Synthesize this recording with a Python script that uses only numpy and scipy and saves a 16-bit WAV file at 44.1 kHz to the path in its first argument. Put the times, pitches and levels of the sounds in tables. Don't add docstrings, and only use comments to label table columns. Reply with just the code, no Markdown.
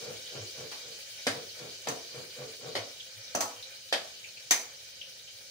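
import sys
import numpy as np
from scipy import signal
from scipy.fft import rfft, irfft
from scipy.io import wavfile

SR = 44100
rng = np.random.default_rng(int(sys.argv[2]) if len(sys.argv) > 2 else 0)


def inscribe(sig):
    pcm = np.round(np.clip(np.atleast_2d(sig).T, -1, 1) * 32767)
    wavfile.write(sys.argv[1], SR, pcm.astype(np.int16))


N = 242794
TIME = np.arange(N) / SR
HZ = np.maximum(np.arange(N // 2 + 1) * SR / N, 1)

# time of full force in seconds, level of the
# stroke in dB, level of the counter's boom in dB.
STROKES = [(.005, -47, -72), (0.079, -43, -70), (.358, -41.5, -54), (0.599, -43, -51), (.865, -50.5, -67),
           (1.35, -43.5, -53.5), (1.619, -44, -55), (1.895, -41.5, -49), (2.162, -42.5, -49),
           (2.404, -42.5, -49), (2.645, -41, -52)]


def from_db(db):
    return 10 ** (np.asarray(db) / 20)


def unit_rms(x):
    return x / np.sqrt(np.mean(x ** 2) + 1e-20)


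def unit_energy(x):
    return x / np.sqrt(np.mean(np.sum(x ** 2, axis=-1)) * 1000 / SR + 1e-20)


def at_hz(points, hz):
    frequencies, values = np.transpose(points)
    return np.interp(np.log(hz), np.log(frequencies), values)


def convolve(x, response):
    return signal.fftconvolve(x, response[None], axes=-1)[:, :x.shape[-1]]


def coloured(x, spectrum, size=1024):
    gain = from_db(at_hz(spectrum, np.linspace(1, SR / 2, size + 1)))
    cepstrum = irfft(np.log(gain))
    cepstrum[1:size] *= 2
    cepstrum[size + 1:] = 0
    return convolve(x, irfft(np.exp(rfft(cepstrum)))[:size])


def resonance(x, hz, width_hz, stages=1):
    radius = np.exp(-np.pi * width_hz / SR)
    numerator = np.array([1, 0, -1]) * (1 - radius ** 2) / 2
    denominator = [1, -2 * radius * np.cos(2 * np.pi * hz / SR), radius ** 2]
    for _ in range(stages):
        x = signal.lfilter(numerator, denominator, x)
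    return x


def swell(peak_s, rise_s, fall_s):
    return np.exp(-((TIME - peak_s) / np.where(TIME < peak_s, rise_s, fall_s)) ** 2)


def add(out, start_s, sound):
    start = max(round(start_s * SR), 0)
    out[:, start:start + sound.shape[-1]] += sound[:, :N - start]


def diffuse(count):
    # frequency in Hz, correlation between left and right.
    coherence = [(30, 0.82), (100, 0.91), (300, 0.72), (600, 0.61), (1200, 0.0), (3000, 0.051),
                 (15000, 0.023)]
    alike = np.clip(at_hz(coherence, np.linspace(1, SR / 2, count // 2 + 1)), -1, 1)
    mid, side = rfft(rng.standard_normal((2, count)))
    left_right = np.sqrt(1 + alike) * mid + np.sqrt(1 - alike) * side * [[1], [-1]]
    return irfft(left_right / np.sqrt(2), count)


def kitchen(direct_db, early_db, early_t60=0.087, lag_s=0.00015):
    # frequency in Hz, time to fall 60 dB in seconds.
    room_t60 = [(120, 0.44), (500, 0.43), (1000, 0.42), (2500, 0.35), (6000, 0.38), (15000, 0.37)]
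    t = TIME[:SR // 2]
    hz = np.linspace(1, SR / 2, len(t) // 2 + 1)
    edges_hz = np.geomspace(60, 18000, 8)
    noise = rfft(diffuse(len(t)))
    tail = 0
    for low, high in zip(edges_hz, edges_hz[1:]):
        band = irfft(noise * (hz >= low) * (hz < high), len(t))
        tail += band * from_db(-60 * t / at_hz(room_t60, np.sqrt(low * high)))
    early = unit_energy(diffuse(len(t)) * from_db(-60 * t / early_t60))
    direct = np.zeros((2, len(t)))
    direct[0, 0] = direct[1, round(lag_s * SR)] = 1
    return unit_energy(tail) + from_db(early_db) * early + from_db(direct_db) * unit_energy(direct)


def drift(rate_hz):
    return unit_rms(irfft(rfft(rng.standard_normal(N)) / (1 + (HZ / rate_hz) ** 2), N))


def shimmer(x, depth_db, rate_hz):
    spectrum = rfft(x)
    band = np.floor(3 * np.log2(np.clip(HZ, 2000, 9000) / 2000))
    return sum(irfft(spectrum * (band == k), N) * from_db(depth_db * drift(rate_hz))
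               for k in np.unique(band))


def stove(start_db=-43, fade_db_per_s=1.03, room_tone_db=-63.0):
    # frequency in Hz, relative level in dB.
    hiss_spectrum = [(700, -29.5), (1100, -16.5), (1400, -13.5), (1850, -5), (2400, -3), (3200, -2),
                     (4500, 2.5), (6200, 1), (7800, -9), (10500, -11), (12500, -18.5), (13900, -30),
                     (14500, -7.5), (15600, -11.5)]
    # frequency in Hz, width of one stage in Hz, gain in dB.
    cavities = [(412, 77, -13), (540, 84, 2.5), (618, 47, 1.5), (850, 78, -9), (1285, 42, -7),
                (1501, 69, 1), (2368, 137, 3.5), (3045, 360, 3), (3812, 110, 5), (4850, 110, 0)]
    # frequency in Hz, relative level in dB.
    room_spectrum = [(25, -30), (45, -6), (65, -4), (108, 1.5), (160, -4.5), (220, -6.5), (285, -12.5),
                     (450, -2.5), (640, -8.5), (780, -11.5), (1100, -25), (2000, -17.5)]
    jet = diffuse(N)
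    hiss = coloured(diffuse(N), hiss_spectrum)
    hiss += sum(from_db(db) * resonance(jet, hz, width, stages=2) for hz, width, db in cavities)
    reflections = rng.standard_normal(SR // 40) * np.linspace(1, 0, SR // 40)
    hiss += 0.35 * convolve(hiss, reflections / np.linalg.norm(reflections))
    hiss = unit_rms(shimmer(hiss, depth_db=1.75, rate_hz=17.0))
    room_tone = unit_rms(coloured(diffuse(N), room_spectrum))
    return from_db(start_db - fade_db_per_s * TIME) * hiss + from_db(room_tone_db) * room_tone


def counter_thumps(boom_hz=132.6, bump_hz=107.7, lag_s=0.02):
    # time of the peak in seconds, level in dB.
    bumps = [(.17, -55), (.424, -48.5), (1.31, -48.5), (2.805, -49), (3.19, -56.5), (3.45, -59),
             (3.582, -62.5)]
    booms = [(s + lag_s, boom_hz, db) for s, _, db in STROKES] + [(s, bump_hz, db) for s, db in bumps]
    out = np.zeros(N)
    for peak_s, hz, db in booms:
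        tone = np.sqrt(2) * np.sin(2 * np.pi * (hz * TIME + rng.random()))
        out += from_db(db) * swell(peak_s, rise_s=0.03, fall_s=0.029) * tone
    return out


def smacks(faint_per_s=2.0, faint_hz=4400, faint_db=-39, relative_width=0.22):
    # start in seconds, pitch in Hz, relative level in dB.
    clear = [(0.264, 3400, -33), (2.998, 3200, -28), (3.626, 3950, -28), (4.241, 2480, -29),
             (4.371, 2530, -34), (5.013, 2930, -26), (5.277, 2980, -34)]
    faint = [(s, faint_hz * rng.uniform(0.8, 1.25), faint_db + rng.uniform(-2, 2))
             for s in TIME[rng.random(N) < faint_per_s / SR]]
    out = np.zeros((2, N))
    for start_s, hz, db in clear + faint:
        path = kitchen(direct_db=-9.0, early_db=3.0, early_t60=0.15)
        pocket = resonance(path, hz, relative_width * hz, stages=2)
        add(out, start_s, from_db(db) * unit_energy(pocket))
    return out


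def impulses(per_s, spread_db):
    signs = (rng.random(N) < per_s / SR) * rng.choice([-1, 1], N)
    return unit_rms(signs * from_db(spread_db * rng.standard_normal(N)))


def excite(body, drive):
    response = body / np.sqrt(np.sum(body ** 2) / 2)
    return signal.fftconvolve(drive[None], response, axes=-1)[:, :N]


def squelching(relative_db=-14.0):
    force = sum(from_db(db + relative_db) * swell(s, rise_s=0.021, fall_s=0.041) for s, db, _ in STROKES)
    squirts = impulses(per_s=700, spread_db=6.0)
    path = kitchen(direct_db=-3.0, early_db=0.0)
    return excite(resonance(path, hz=1310, width_hz=960, stages=2), force * squirts)


def bowl_body(path, centre_hz, reach_octaves):
    # frequency in Hz, width in Hz, level before weighting in dB.
    modes = [(246, 18, 4.5), (333, 22, -4.5), (423, 57, 4.5), (482, 5.4, 5.5), (556, 36, 6.5),
             (664, 59, 8.5), (714, 22, 1.5), (832, 11, -1), (962, 18, 6), (1110, 38, 11), (1272, 22, 9)]
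    body = 0
    for hz, width, db in modes:
        weight = 1 / (1 + (np.log2(hz / centre_hz) / reach_octaves) ** 2)
        body += from_db(db) * weight * unit_energy(resonance(path, hz, width))
    return body


def mashing(bowl_db=-5.0):
    # frequency in Hz, relative level in dB.
    pulp_spectrum = [(60, -16), (110, 0.5), (190, -7), (280, -5), (400, 4.5), (470, 10), (560, -5.5),
                     (670, 0), (790, -15), (1000, -16), (1300, -13.5), (2000, -23), (5000, -46)]
    force = sum(from_db(db) * swell(s, rise_s=0.037, fall_s=0.068) for s, db, _ in STROKES)
    slips = impulses(per_s=900, spread_db=3.0)
    pulp = coloured(kitchen(direct_db=-8.0, early_db=-2.5), pulp_spectrum)
    bowl = bowl_body(kitchen(direct_db=7.0, early_db=-19.0), centre_hz=418, reach_octaves=0.42)
    return excite(unit_energy(pulp) + from_db(bowl_db) * unit_energy(bowl), force * slips)


def wall_spread(path, spread_t60=0.01):
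    t = TIME[:SR // 50]
    waves = rfft(rng.standard_normal(len(t)) * from_db(-60 * t / spread_t60))
    burst = irfft(waves / np.abs(waves) ** (2 / 3), len(t))
    return convolve(path, burst)


def contact(thud_db, thud_hz, base_db, clack_db, edge_hz, wall_hz, direct_db, base_hz=271):
    # frequency in Hz, relative level in dB.
    clack_spectrum = [(50, -26), (150, -20), (330, -6.5), (1000, -7.5), (1400, -3), (1850, 5.5), (2300, 2),
                      (3300, 0.5), (5200, 4.5), (5700, 1.5), (6500, 0), (7500, -3), (9500, 1), (13000, -1),
                      (15000, -7)]
    path = kitchen(direct_db - 1.0, early_db=-4.5, early_t60=0.18)
    punch = resonance(path, thud_hz, 0.52 * thud_hz, stages=2)
    thud = unit_energy(bowl_body(path, thud_hz, reach_octaves=0.9)) + unit_energy(punch)
    thud = signal.lfilter(*signal.butter(2, 198, "high", fs=SR), thud)
    path = kitchen(direct_db - 7.0, early_db=3.5, early_t60=0.17)
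    clack = coloured(wall_spread(path), clack_spectrum)
    clack = signal.lfilter(*signal.butter(2, edge_hz, fs=SR), clack)
    base, wall = (resonance(path, hz, 0.17 * hz) for hz in (base_hz, wall_hz))
    parts = [(thud_db, thud), (base_db, base), (clack_db, clack), (clack_db - 5.5, wall)]
    return sum(from_db(db) * unit_energy(part) for db, part in parts)


def steel_ring(path, decay_share):
    # frequency in Hz, relative level in dB, free 60 dB decay time in seconds.
    modes = [(4490, -13, .05), (4786, -12, .06), (5399, -13, .15), (6050, -7, .11), (6112, -1, .11),
             (6166, -1, .11), (6255, -2, .06), (6368, -6, .1), (6860, -6, .05), (7155, -4, .06),
             (7320, -9, .09), (7698, -11, .04), (8790, -16, .05), (9896, -14, .07), (10305, -10, .06),
             (14600, -6, .012), (15300, -9, .03)]
    ring = 0
    for hz, db, free_t60 in modes:
        width_hz = np.log(1000) / (np.pi * free_t60 * decay_share)
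        ring += from_db(db + rng.standard_normal()) * unit_energy(resonance(path, hz, width_hz))
    return ring


def knocks(second_thud_db=-9.5, second_clack_db=-3.5):
    # start in seconds, delay of the second contact in seconds, thud level in dB, thud centre
    # in Hz, base level in dB, clack level in dB, clack's top edge in Hz, wall note in Hz, ring level
    # in dB, direct sound in dB. All levels are relative.
    blows = [(.716, 0.004, -23, 830, -36.5, -20, 5500, 3300, -35, -12),
             (1.2677, .0023, -5.5, 543, -10.5, -4, 5300, 1760, -15.5, 2),
             (1.8717, .0143, -9.5, 634, -16, -12, 4800, 1010, -9.5, -4.5),
             (2.7529, 0.0096, -7, 540, -21, -9, 4400, 3150, -33, -1),
             (3.3495, .002, -5, 664, -14, -14, 7000, 2880, -6, -1),
             (3.4051, 0.0018, -7, 810, -25, -10, 10400, 5400, -5, -16),
             (3.9259, 0.0059, -4.5, 600, -29, -2.5, 4500, 3230, -21, 1.5),
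             (4.5086, 0.000996, -9, 763, -23, -0.5, 7760, 2100, 5, -2)]
    out = np.zeros((2, N))
    for s, delay_s, thud_db, thud_hz, base_db, clack_db, edge_hz, wall_hz, ring_db, direct_db in blows:
        for start_s, low_db, high_db in [(s, 0, 0), (s + delay_s, second_thud_db, second_clack_db)]:
            impact = contact(thud_db + low_db, thud_hz, base_db + low_db,
                             clack_db + high_db, edge_hz, wall_hz, direct_db)
            add(out, start_s, impact)
        path = kitchen(direct_db + 4.0, early_db=3.0, early_t60=0.08)
        decay_share = min(0.89 * 2 ** (ring_db / 7), 1)
        add(out, s + delay_s, from_db(ring_db) * unit_energy(steel_ring(path, decay_share)))
    return out


def scene(knock_db=-11.0, smack_db=-1.5):
    return (stove() + from_db(knock_db) * knocks() + mashing() + squelching()
            + counter_thumps() + from_db(smack_db) * smacks())


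def record(dry, low_hz=35, high_hz=15700):
    thinned = signal.lfilter(*signal.butter(1, low_hz, "high", fs=SR), dry)
    return signal.sosfilt(signal.ellip(12, 0.1, 80, high_hz, fs=SR, output="sos"), thinned)


dry = scene()
out = record(dry)
inscribe(out)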